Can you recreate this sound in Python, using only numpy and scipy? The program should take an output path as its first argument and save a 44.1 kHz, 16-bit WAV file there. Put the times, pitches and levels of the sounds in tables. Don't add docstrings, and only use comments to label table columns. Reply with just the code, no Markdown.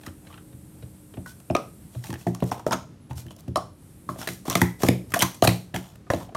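import sys
import numpy as np
from scipy import signal
from scipy.fft import rfft, irfft
from scipy.io import wavfile
from scipy.ndimage import uniform_filter1d

SR = 44100
rng = np.random.default_rng(int(sys.argv[2]) if len(sys.argv) > 2 else 0)


def transcribe(signal):
    frames = np.atleast_2d(signal).T
    limited = np.clip(frames, -1, 1)
    pcm = np.round(limited * 32767).astype(np.int16)
    wavfile.write(sys.argv[1], SR, pcm)


def level_to_linear(level):
    exponent = np.asarray(level, float) / 20
    return 10 ** exponent


N = 280476


def evened(x):
    return x / np.sqrt(np.mean(x ** 2) + 1e-20)


def read(points, hz):
    f, value = np.transpose(points)
    return np.interp(np.log(hz + 1), np.log(f + 1), value)


def add(mix, s, sound):
    part = mix[round(s * SR):][:len(sound)]
    part += sound[:len(part)]


# frequency in Hz, width in Hz.
SHELL_RESONANCES = [(2070, 52), (2450, 98), (3030, 130), (3400, 120), (3810, 29), (4090, 110), (4555, 70),
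                    (5410, 140), (5780, 99), (6146, 49), (6800, 150), (7400, 43), (8600, 260), (9600, 120)]


def shell(hz, share):
    peaks = np.sqrt(sum(1 / (1 + (2 * (hz - f) / w) ** 2) ** 2 for f, w in SHELL_RESONANCES))
    return np.where((hz > 1500) & (hz < 11000), 1 - share + share * 2.5 * peaks, 1)


def noise(spectrum, shell_share=0):
    hz = np.fft.rfftfreq(N, 1 / SR)
    gain = level_to_linear(read(spectrum, hz))
    if shell_share:
        gain = gain * shell(hz, shell_share)
    return evened(irfft(rfft(rng.standard_normal(N)) * gain, N))


def drift(hz):
    low_pass = signal.butter(2, hz, fs=SR, output="sos")
    return evened(signal.sosfilt(low_pass, rng.standard_normal(N)))


def curve(rows, off=-120.):
    s, db = np.transpose(rows)
    return np.interp(np.arange(N) / SR, s, db, off, off)


def ring(modes, drive, luck, spread_db, detune, seconds):
    t = np.arange(round(seconds * SR)) / SR
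    hz, db, t60 = np.transpose(modes)[:, :, None]
    level_luck, pitch_luck = luck[:len(modes), None], luck[8:8 + len(modes), None]
    decay = level_to_linear(db + spread_db * level_luck - 60 * t / t60)
    body = (decay * np.sin(2 * np.pi * hz * (1 + detune * pitch_luck) * t)).sum(0)
    out = signal.fftconvolve(body, drive)
    return out / abs(out).max()


# start in seconds, hollow knock in dB, rim crack in dB, cavity pitch in Hz.
POPS = [(1.261, -32, -38, 1480), (1.509, -17, -42, 600), (2.348, -30, -27.5, 1150),
        (2.665, -5.5, -29.5, 625), (2.721, -14.5, -23, 986), (2.726, -12.5, -18.5, 1360),
        (4.089, -13.5, -36.5, 1073), (4.186, -36, -44, 633), (4.499, -23.5, -16.5, 1030),
        (4.834, -3, -21, 700), (5.423, 3.5, -19.5, 646), (5.438, -15, -18, 1140), (5.489, -31, -20, 770)]
# start in seconds, hollow knock in dB, rim crack in dB, cavity pitch in Hz.
SEATS = [(2.266, -12, -42, 650), (2.516, -10.5, -33.5, 754), (2.594, -27.5, -44, 880),
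         (2.68, -18, -43, 890), (2.709, -13.5, -30, 850), (2.735, -33, -27, 584), (3.57, -14, -24.5, 704),
         (4.453, -26, -37, 1000), (4.48, -15, -36, 680), (4.572, -20, -27, 580), (5.191, -19, -17, 570)]
# start in seconds, hollow knock in dB, wall in dB, cavity pitch in Hz.
SLAPS = [(1.5, -12.5, -38, 650), (1.55, -3.5, -18.5, 620), (1.565, -27, -27, 620),
         (2.104, -29.5, -29.5, 940), (2.128, -27, -29, 794), (2.423, -6.5, -35, 390),
         (2.432, -47, -38.5, 640), (3.307, -33.5, -41, 623), (3.558, -15.5, -17.5, 1065),
         (4.51, -19, -42, 1034), (4.553, -9.5, -9.5, 1080), (4.616, -11, -9, 863), (4.821, -34, -23.5, 616),
         (4.848, -12, -28, 574), (4.886, -1, -10, 300), (5.12, -31, -27, 1240), (5.139, -15, -13.5, 1060),
         (5.143, -14, -15.5, 1430), (5.164, -16, -45, 680), (5.2, -38, -34, 440), (5.206, -33, -23, 870),
         (5.448, -7, -11.5, 650), (5.475, -3, -5.5, 735), (5.761, -23, -22, 820), (6.102, -5, -26.5, 574),
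         (6.135, -7.5, -24, 640)]
# start in seconds, hollow knock in dB, wall in dB, cavity pitch in Hz.
SCUFFS = [(0.063, -34, -28.5, 1290), (2.04, -36, -33, 875), (2.139, -40, -33.5, 730),
          (2.575, -31, -47, 945), (3.479, -33.5, -42.5, 575), (4.215, -35.5, -32, 1430),
          (4.273, -21, -21, 700), (4.803, -28, -40, 650), (4.865, -40, -23.5, 694),
          (5.221, -9.5, -6.5, 1000), (6.348, -15.5, -27, 1060)]
# start in seconds, hollow knock in dB, wall in dB, cavity pitch in Hz.
PATS = [(0.079, -39.5, -33.5, 561), (0.269, -42, -39, 610), (0.298, -40.5, -58, 1170),
        (0.34, -39.5, -37.5, 1280), (0.376, -41, -39, 1300), (0.527, -49, -49, 560),
        (0.824, -35.5, -42, 417), (1.138, -35, -42, 706), (1.17, -32, -43, 625), (1.948, -35, -41, 590),
        (2.155, -35, -35, 450), (3.108, -26.5, -38, 895), (4.157, -29.5, -44, 580), (5.741, -20, -23, 660),
        (6.066, -42, -60, 1170), (6.208, -29.5, -57, 990), (6.289, -31.5, -48, 705), (6.322, -34, -55, 700)]
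# start in seconds, wall in dB, rim crack in dB.
TICKS = [(0.012, -43, -49), (0.035, -34, -51), (0.327, -39, -66.5), (1.401, -45, -46), (2.069, -34, -40),
         (2.212, -40, -47), (2.403, -35.5, -44), (2.439, -36, -35), (2.499, -45, -44), (3.131, -42, -46),
         (3.179, -35, -38), (3.265, -41, -43), (3.282, -61, -52), (3.364, -68, -43), (3.397, -67, -47),
         (3.406, -67, -43), (4.288, -21.5, -26), (5.104, -47, -42), (5.345, -65, -49), (5.443, -18, -21),
         (5.956, -43, -43)]


def contacts():
    rows = []
    for kind, wall_db, ms in [(POPS, -8.5, 4.8), (SEATS, -31, 9.2)]:
        rows += [(s, knock, crack + wall_db, crack, hz, ms) for s, knock, crack, hz in kind]
    for kind, crack_db, ms in [(SLAPS, -4.5, 5.94), (SCUFFS, -5, 12.4), (PATS, -26, 13.5)]:
        rows += [(s, knock, wall, wall + crack_db, hz, ms) for s, knock, wall, hz in kind]
    rows += [(s, -46.5, wall, crack, 650, 5.7) for s, wall, crack in TICKS]
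    return sorted(rows)


# frequency in Hz, level in dB, t60 in seconds.
WALL_MODES = [(1850, -21.5, 0.032), (1843, 7.5, 0.0064), (2426, -2, 0.0087), (2726, 6.5, 0.0047),
              (3180, -1, 0.0073), (3880, -4.5, 0.016)]
# ratio to the cavity pitch, level in dB, t60 in seconds.
CAVITY_MODES = [(1.019, 6, 0.022), (1.475, -15, 0.011), (0.97, -22, 0.032), (0.62, -6, 0.022)]
# frequency in Hz, level in dB.
CRACK_SPECTRUM = [(2500, -35.5), (4500, -1.5), (6000, -1), (8000, -3), (10000, -4.5), (14000, -16.5)]
# frequency in Hz, level in dB.
SHEEN_SPECTRUM = [(6000, -8), (9000, 3), (11000, 4), (13000, 7.5), (16000, -6)]
SHELL_SHARE = 0.32
BUILT_S, REBUILD_S = 4.15, 5.9


def cups():
    out, rim, edge = np.zeros(N), np.zeros(N), np.zeros(N)
    t = np.arange(1300) / SR
    clacks = contacts()
    luck = rng.standard_normal((len(clacks), 16))
    chatter = rng.standard_normal((len(clacks), 2, 1300))
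    for (s, knock_db, wall_db, crack_db, hz, ms), chance, (a, b) in zip(clacks, luck, chatter):
        u = t / (ms / 1000)
        touch = np.sqrt(6.4 * u) * np.exp(-2.7 * u ** 0.89)
        snap = (5.4 * u) ** .4 * np.exp(-3.2 * u)
        sparse_blows = touch * a * (abs(b) > 1.3)
        hollow = ring(np.array(CAVITY_MODES) * [hz, 1, 1], sparse_blows, chance, 7.0, 0.036, .06)
        add(out, s + 0.00085, level_to_linear(knock_db - 2.5) * hollow)
        add(out, s, level_to_linear(wall_db - 1.5) * ring(WALL_MODES, snap * b, chance[::-1], 3.5, 0.031, .03))
        add(rim, s, level_to_linear(crack_db - 3.0) * snap)
        building = s < BUILT_S or s > REBUILD_S
        dull_db = 1.5 * building * max(knock_db + 37, 0)
        add(edge, s, level_to_linear(crack_db - 3.5 - dull_db) * snap)
    crack = rim * noise(CRACK_SPECTRUM, SHELL_SHARE) + edge * noise(SHEEN_SPECTRUM)
    return out + crack * level_to_linear(2.5 * drift(1000))


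# start in seconds, peak in dB, frequency in Hz.
HOLLOW_NOTES = [(1.26, -33, 1480), (1.551, -14, 1230), (2.516, -24, 1042), (2.73, -16.5, 1284),
                (2.732, -18.5, 632), (3.284, -44, 3100), (3.309, -41, 3030), (3.56, -14, 600),
                (3.559, -14, 1134), (4.277, -25, 4020), (4.555, -12.5, 683), (4.618, -20, 1930),
                (5.141, -14, 1700), (5.207, -15.5, 3150), (5.227, -10.5, 1058), (5.424, -12, 1205),
                (5.474, -9, 4150), (6.103, -16, 1030), (6.350, -19, 650), (3.559, -20.5, 1260),
                (3.561, -23, 1046), (4.620, -21, 880), (2.722, -22, 1038), (1.261, -44, 1900),
                (5.172, -26, 1160), (4.092, -26.5, 600), (1.553, -24, 1100)]


def hollow_notes():
    out = np.zeros(N)
    luck = rng.standard_normal((len(HOLLOW_NOTES), 16))
    for (s, db, hz), chance in zip(HOLLOW_NOTES, luck):
        lone = s < BUILT_S and hz < 2000
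        t60 = 0.083 if lone else 0.036
        modes = [(hz, 0, t60), (hz + 45, -9, .7 * t60), (hz + 8, -15, 3.4 * t60), (hz - 70, -9, .6 * t60)]
        add(out, s, level_to_linear(db) * ring(modes, np.hanning(12), chance, 0.81, 0.0011, .3))
    return out


# start in seconds, peak in dB, frequency in Hz.
LOW_PINGS = [(1.5002, -25, 2440), (1.5504, -15, 2440), (1.5644, -28, 2280), (2.039, -39, 1800),
             (2.103, -31, 1780), (2.1398, -24, 1710), (2.1563, -32, 1680), (2.2714, -23, 1770),
             (2.4304, -41, 2480), (2.5156, -21, 1520), (2.666, -19, 1310), (2.7096, -25, 1500),
             (2.728, -32, 1510), (3.5576, -33, 1540), (4.215, -27, 1490), (4.2294, -44, 2570),
             (4.2739, -18, 1750), (4.2874, -18, 2140), (4.5095, -23, 1610), (4.5535, -7.5, 2050),
             (4.6166, -7, 2000), (4.8329, -15, 1820), (4.8862, -7, 2250), (5.1197, -28, 1740),
             (5.1385, -7.5, 1880), (5.1432, -16, 1520), (5.2006, -15, 3050), (5.2194, -10, 2010),
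             (5.4236, -9.5, 2900), (5.444, -15, 1500), (5.473, -10, 3030), (5.4914, -13, 1990),
             (5.7452, -24, 1750), (5.7612, -20.5, 2050), (6.102, -10, 1735), (6.115, -31, 1730),
             (6.3484, -35, 2350)]
# start in seconds, peak in dB, frequency in Hz.
MID_PINGS = [(1.5509, -25, 4130), (2.0398, -29, 4070), (2.1031, -29, 4120), (2.1281, -39, 4200),
             (2.4024, -47, 3100), (2.4134, -39, 3990), (2.4319, -33, 3100), (2.4319, -39, 3220),
             (2.7304, -19, 5150), (3.5578, -24, 3880), (4.1874, -40, 3450), (4.2303, -31, 3250),
             (4.2454, -39, 3230), (4.2742, -26, 4150), (4.2844, -32, 4030), (4.5104, -23, 4300),
             (4.5535, -5, 3630), (4.5694, -20, 3510), (4.6169, -30, 3640), (4.8339, -18, 4100),
             (4.8858, -16, 3670), (5.1444, -22, 3420), (5.1916, -17, 3070), (5.223, -16.5, 3280),
             (5.2424, -32, 3800), (5.4231, -14, 4180), (5.4364, -24.5, 4600), (5.4914, -25, 4080),
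             (5.7438, -27, 3320), (5.7613, -23, 3270), (6.1015, -41, 3480)]
# start in seconds, peak in dB, frequency in Hz.
HIGH_PINGS = [(1.509, -36, 5260), (1.5517, -21, 5700), (1.5661, -18, 4900), (2.0403, -35, 5610),
              (2.0677, -35, 5810), (2.139, -36, 5600), (2.3484, -38, 5900), (2.5137, -25, 5500),
              (2.6658, -29, 5320), (2.7097, -24, 5300), (2.7316, -15, 6500), (3.5603, -17.5, 5340),
              (4.1859, -34, 9870), (4.199, -32, 5980), (4.215, -26.5, 5270), (4.2294, -31, 5450),
              (4.275, -24, 8680), (4.2874, -27, 6460), (4.4988, -12, 5800), (4.51, -18, 5270),
              (4.553, -13.5, 5860), (4.5754, -22, 5240), (4.616, -18, 5940), (4.8337, -14.5, 5980),
              (4.8867, -18, 5100), (5.1437, -14.5, 5630), (5.1925, -18, 5900), (5.2, -18, 8300),
              (5.2063, -18.5, 5200), (5.2225, -6.5, 6100), (5.4223, -14.5, 6670), (5.438, -18, 8350),
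              (5.4745, -15, 8400), (5.7443, -31, 9500), (5.7616, -28, 5730), (6.103, -21, 5640),
              (6.1164, -32, 9650), (6.1454, -32, 6000)]


def shell_pings():
    out, rows = np.zeros(N), LOW_PINGS + MID_PINGS + HIGH_PINGS
    luck, chances = rng.standard_normal((len(rows), 16)), rng.random((len(rows), 60))
    t60 = 0.018
    for (s, db, hz), chance, blows in zip(rows, luck, chances):
        modes = [(hz, 0, t60), (hz * 1.06, -8, .7 * t60), (hz * 1.1, -27, 6 * t60)]
        brush = np.hanning(60) * (blows > .8) + np.eye(60)[0]
        add(out, s, level_to_linear(db - 3) * ring(modes, brush, chance, 1.4, .002, .12))
    return out


# start in seconds, peak in dB, frequency in Hz, t60 in seconds.
LINGERS = [
    (1.262, -45, 1510, .26),
    (1.565, -40, 1250, .34),
    (4.63, -36, 1990, .4),
    (2.712, -19, 1280, .06),
    (3.562, -19, 1200, .07),
    (4.498, -28, 1080, .3),
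    (4.835, -11, 800, .045),
    (5.16, -23, 700, .12),
    (5.245, -31, 1050, .2),
]


def lingers():
    out, t = np.zeros(N), np.arange(SR // 2) / SR
    waver, sway = level_to_linear(4.0 * drift(40)), drift(20)
    for s, db, hz, t60 in LINGERS:
        fade = np.minimum(t / .003, 1) * level_to_linear(db - 60 * t / t60)
        add(out, s, fade * np.sin(2 * np.pi * hz * t + sway[round(s * SR):][:len(t)]))
    return out * waver


# middle in seconds, length in seconds, fizz in dB, rattle in dB.
SLIDES = [(0.065, 0.12, -61, -56), (0.337, 0.23, -63, -54.5), (1.305, 0.11, -49.5, -66),
          (1.99, 0.18, -58, -59), (2.094, 0.16, -47, -53), (2.055, 0.023, -62, -49),
          (2.226, 0.14, -52, -64), (2.286, 0.042, -65, -60), (2.354, 0.06, -64, -56),
          (2.42, 0.06, -63, -57), (2.49, 0.1, -49, -70), (2.608, 0.11, -62, -57),
          (2.738, 0.054, -47, -26.5), (3.116, 0.047, -56, -49), (3.203, 0.11, -44.5, -60),
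          (3.322, 0.048, -54.5, -60), (3.399, 0.038, -55, -56.5), (4.25, 0.17, -46, -44),
          (4.499, 0.1, -42, -37), (4.532, 0.075, -38, -31.5), (4.611, 0.0085, -39, -46),
          (4.868, 0.17, -38, -43), (4.882, 0.0081, -35, -26), (5.128, 0.085, -51.5, -57),
          (5.171, 0.069, -37, -40), (5.229, 0.046, -24.5, -19.5), (5.35, 0.016, -44.5, -65),
          (5.46, 0.056, -37, -37), (5.902, 0.19, -60, -57), (6.167, 0.05, -52, -51),
          (6.234, 0.14, -55, -54)]
# start in seconds, t60 in seconds, fizz in dB, rattle in dB.
SKIDS = [(2.515, 0.17, -41, -34.5), (4.092, 0.36, -48.5, -60), (2.27, 0.23, -48, -60),
         (2.35, 0.17, -61, -51), (5.35, 0.36, -54, -59), (2.666, 0.18, -43, -46), (4.185, .15, -50, -54),
         (4.288, 0.33, -38, -57), (4.556, .2, -33.5, -37), (4.618, .2, -36.5, -48),
         (5.424, 0.22, -34.5, -39), (5.475, 0.38, -35, -41), (5.744, 0.25, -39, -38),
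         (6.101, 0.29, -41.5, -39)]
# frequency in Hz, level in dB.
RUB_SPECTRUM = [(2000, -5.5), (4000, -2), (7000, 0.5), (13000, -3), (16000, -14)]
# frequency in Hz, level in dB.
RATTLE_SPECTRUM = [(300, -21), (700, 7), (1200, -1.5), (2000, -11.5), (3500, -5.5), (5500, -34.5)]


def slides():
    fizz, body = np.zeros(N), np.zeros(N)
    for s, length, fizz_db, rattle_db in SLIDES:
        phase = np.linspace(0, 1, round(length * SR)) ** 0.68
        swell = np.sin(np.pi * phase).clip(0) ** 2.4
        start = max(s - length / 2, 0)
        add(fizz, start, level_to_linear(fizz_db) * swell)
        add(body, start, level_to_linear(rattle_db) * swell)
    for s, t60, fizz_db, rattle_db in SKIDS:
        fade_db = -60 * np.arange(SR // 2) / SR / t60
        add(fizz, s, level_to_linear(fizz_db + fade_db))
        add(body, s, level_to_linear(rattle_db + fade_db))
    grain = level_to_linear(4.5 * drift(150))
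    rubbing = fizz * grain ** 0.45 * noise(RUB_SPECTRUM, SHELL_SHARE)
    return rubbing + body * grain * level_to_linear(-3.0) * noise(RATTLE_SPECTRUM)


# start in seconds, boom in dB, knock relative to boom in dB.
LANDINGS = [(0.071, -27.5, -4), (0.531, -35, -13), (1.202, -51.5, 13.5), (1.502, -20, 1.5), (1.548, -43, 4),
            (1.955, -22, -15), (2.265, -19, 5), (2.667, -31, 4), (2.715, -24, 2), (3.099, -23.5, -10.5),
            (3.15, -22, -24), (3.478, -18.5, -5.5), (3.563, -27.5, -5), (4.093, -28.5, 2.5),
            (4.188, -34, 6), (4.289, -31.5, 3.5), (4.48, -23.5, 2.5), (4.555, -28.5, 12),
            (4.616, -10.5, 1.5), (4.833, -15, 2), (4.886, -9, -2), (5.137, -35.5, 14), (5.424, -12.5, -4.5),
            (5.475, -10.5, -0.6), (5.494, -12.5, -30), (5.738, -22, -1), (6.139, -23, 2.5),
            (6.347, -30.5, 3)]
# start in seconds, boom in dB, knock relative to boom in dB.
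PRESSED = [(0.827, -26.5, -20), (1.175, -25.5, -1.5), (2.092, -23, -1), (2.128, -24, -2.5), (2.3, -32, 9),
           (2.423, -15.5, 1), (2.522, -29, -8), (2.741, -33.5, 6.5), (3.256, -29.5, -5.5),
           (5.223, -16.5, 2.5), (5.452, -14.5, -4), (5.766, -24.5, 1.5), (6.1, -36, 0)]
# frequency in Hz, level in dB, t60 in seconds.
BOOM_MODES = [(88.8, 3, 0.16), (121.9, 5.5, 0.34)]
# frequency in Hz, level in dB, t60 in seconds.
KNOCK_MODES = [(181.9, -2, 0.39), (241.3, -0.5, 0.13), (270.5, -6, 0.28), (333, -0.5, 0.23), (377, 0, 0.23),
               (550, -9, 0.013), (620, -15, 0.081), (760, 3, 0.029)]


def table():
    out = np.zeros(N)
    thumps = sorted([(*row, 0.86) for row in LANDINGS] + [(*row, 0.57) for row in PRESSED])
    luck = rng.standard_normal((len(thumps), 16))
    for (s, db, knock_db, hold), chance in zip(thumps, luck):
        damping = [1, 1, hold]
        low, high = np.array(KNOCK_MODES[:4]) * damping, np.array(KNOCK_MODES[4:]) * damping
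        boom = ring(np.array(BOOM_MODES) * damping, np.hanning(300), chance, 3.6, 0.028, .5)
        low_knock = ring(low, np.hanning(110), chance[1:], 2.2, 0.02, 0.45)
        high_knock = ring(high, np.hanning(40), chance[4:], 1.6, 0.048, 0.15)
        add(out, s + 0.0067, level_to_linear(db) * boom)
        add(out, s + 0.0029, level_to_linear(db + knock_db + 3.0) * low_knock)
        add(out, s + 0.00094, level_to_linear(db + knock_db - 9.0) * high_knock)
    return out * level_to_linear(1.2 * drift(60))


# frequency in Hz, t60 in seconds.
ROOM_DECAY = [(100, 0.8), (700, 0.28), (1840, 0.27), (4850, 0.34), (12800, 0.32)]


def room(x):
    frame = dict(nperseg=512, noverlap=384)
    hz, s, z = signal.stft(x, SR, **frame)
    power = abs(z) ** 2
    blur = np.clip((hz - 1250) / 2200, 0, .7)[:, None]
    power = (1 - blur) * power + blur * uniform_filter1d(power, size=9, axis=0)
    keep = level_to_linear(-120 * (s[1] - s[0]) / read(ROOM_DECAY, hz))
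    tail = np.array([signal.lfilter([1 - k], [1, -k], p) for k, p in zip(keep, power)])
    tail = np.pad(tail, ((0, 0), (2, 0)))[:, :len(s)]
    fresh = signal.stft(rng.standard_normal(N), SR, **frame)[2]
    size = np.sqrt(abs(tail)) * shell(hz, 0.16)[:, None] * evened(abs(fresh))
    return signal.istft(size * np.exp(1j * np.angle(fresh)), SR, **frame)[1][:N]


# frequency in Hz, level in dB.
HUM_SPECTRUM = [(21, -45), (35, 7), (101, 0), (173, -2.5), (300, -11), (620, -24), (2020, -34),
                (15000, -45)]
# frequency in Hz, wobble in Hz, level in dB.
HUM_TONES = [(306.7, 2.5, -53), (554, 3.7, -68.5), (188, 5.4, -61)]
# frequency in Hz, level in dB.
HISS_SPECTRUM = [(5000, -21.5), (6800, -17.5), (8200, -7.5), (9500, -8), (10500, -10), (12500, -10.5),
                 (14500, -18.5), (15800, -30)]
# time in seconds, level in dB.
GATE = [(0, -60), (1.2, -58.5), (2.0, -58), (2.5, -81), (2.8, -99), (3.1, -73), (3.62, -78), (3.85, -60.5),
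        (4.1, -61), (4.4, -62.5), (5.0, -60.5), (6.05, -77), (6.36, -89)]
# time in seconds, level in dB.
WHINE = [
    (2.98, -95),
    (3.01, -67.5),
    (3.6, -71.5),
    (4.15, -65),
    (5.1, -73),
    (5.3, -88),
]


def background():
    t = np.arange(N) / SR
    tones = np.zeros(N)
    for hz, wobble, db in HUM_TONES:
        phase = 2 * np.pi * np.cumsum(hz + 2.2 * drift(wobble)) / SR
        tones += level_to_linear(db + 2.6 * drift(wobble)) * np.sin(phase)
    tones *= level_to_linear(-14 * np.clip(t - 1.1, 0, .3) / 0.59)
    whine_phase = 2 * np.pi * np.cumsum(10845 + 15 * drift(26)) / SR
    whine = level_to_linear(curve(WHINE) + 1.9 * drift(36)) * np.sin(whine_phase)
    low_pass = signal.butter(4, 12500, fs=SR, output="sos")
    hum = level_to_linear(-44.5 + 1.0 * drift(5.4)) * signal.sosfilt(low_pass, noise(HUM_SPECTRUM))
    hiss = level_to_linear(curve(GATE, -72.)) * noise(HISS_SPECTRUM)
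    return hum + tones + whine + hiss


def scene():
    near = cups() + hollow_notes() + shell_pings() + slides()
    reverberation = level_to_linear(-9.5) * room(near)
    return (near + reverberation + lingers() + table() + background())[None]


def top_cut(x):
    return signal.sosfilt(signal.butter(12, 16640, fs=SR, output="sos"), x)


def record(dry):
    x = signal.sosfilt(signal.butter(3, 81.4, "high", fs=SR, output="sos"), dry)
    x = 0.81 * np.tanh(x / 0.88)
    mix = signal.oaconvolve(x, signal.firwin(301, 16100, fs=SR)[None], "same")
    return top_cut(mix)


dry = scene()
out = record(dry)
transcribe(out)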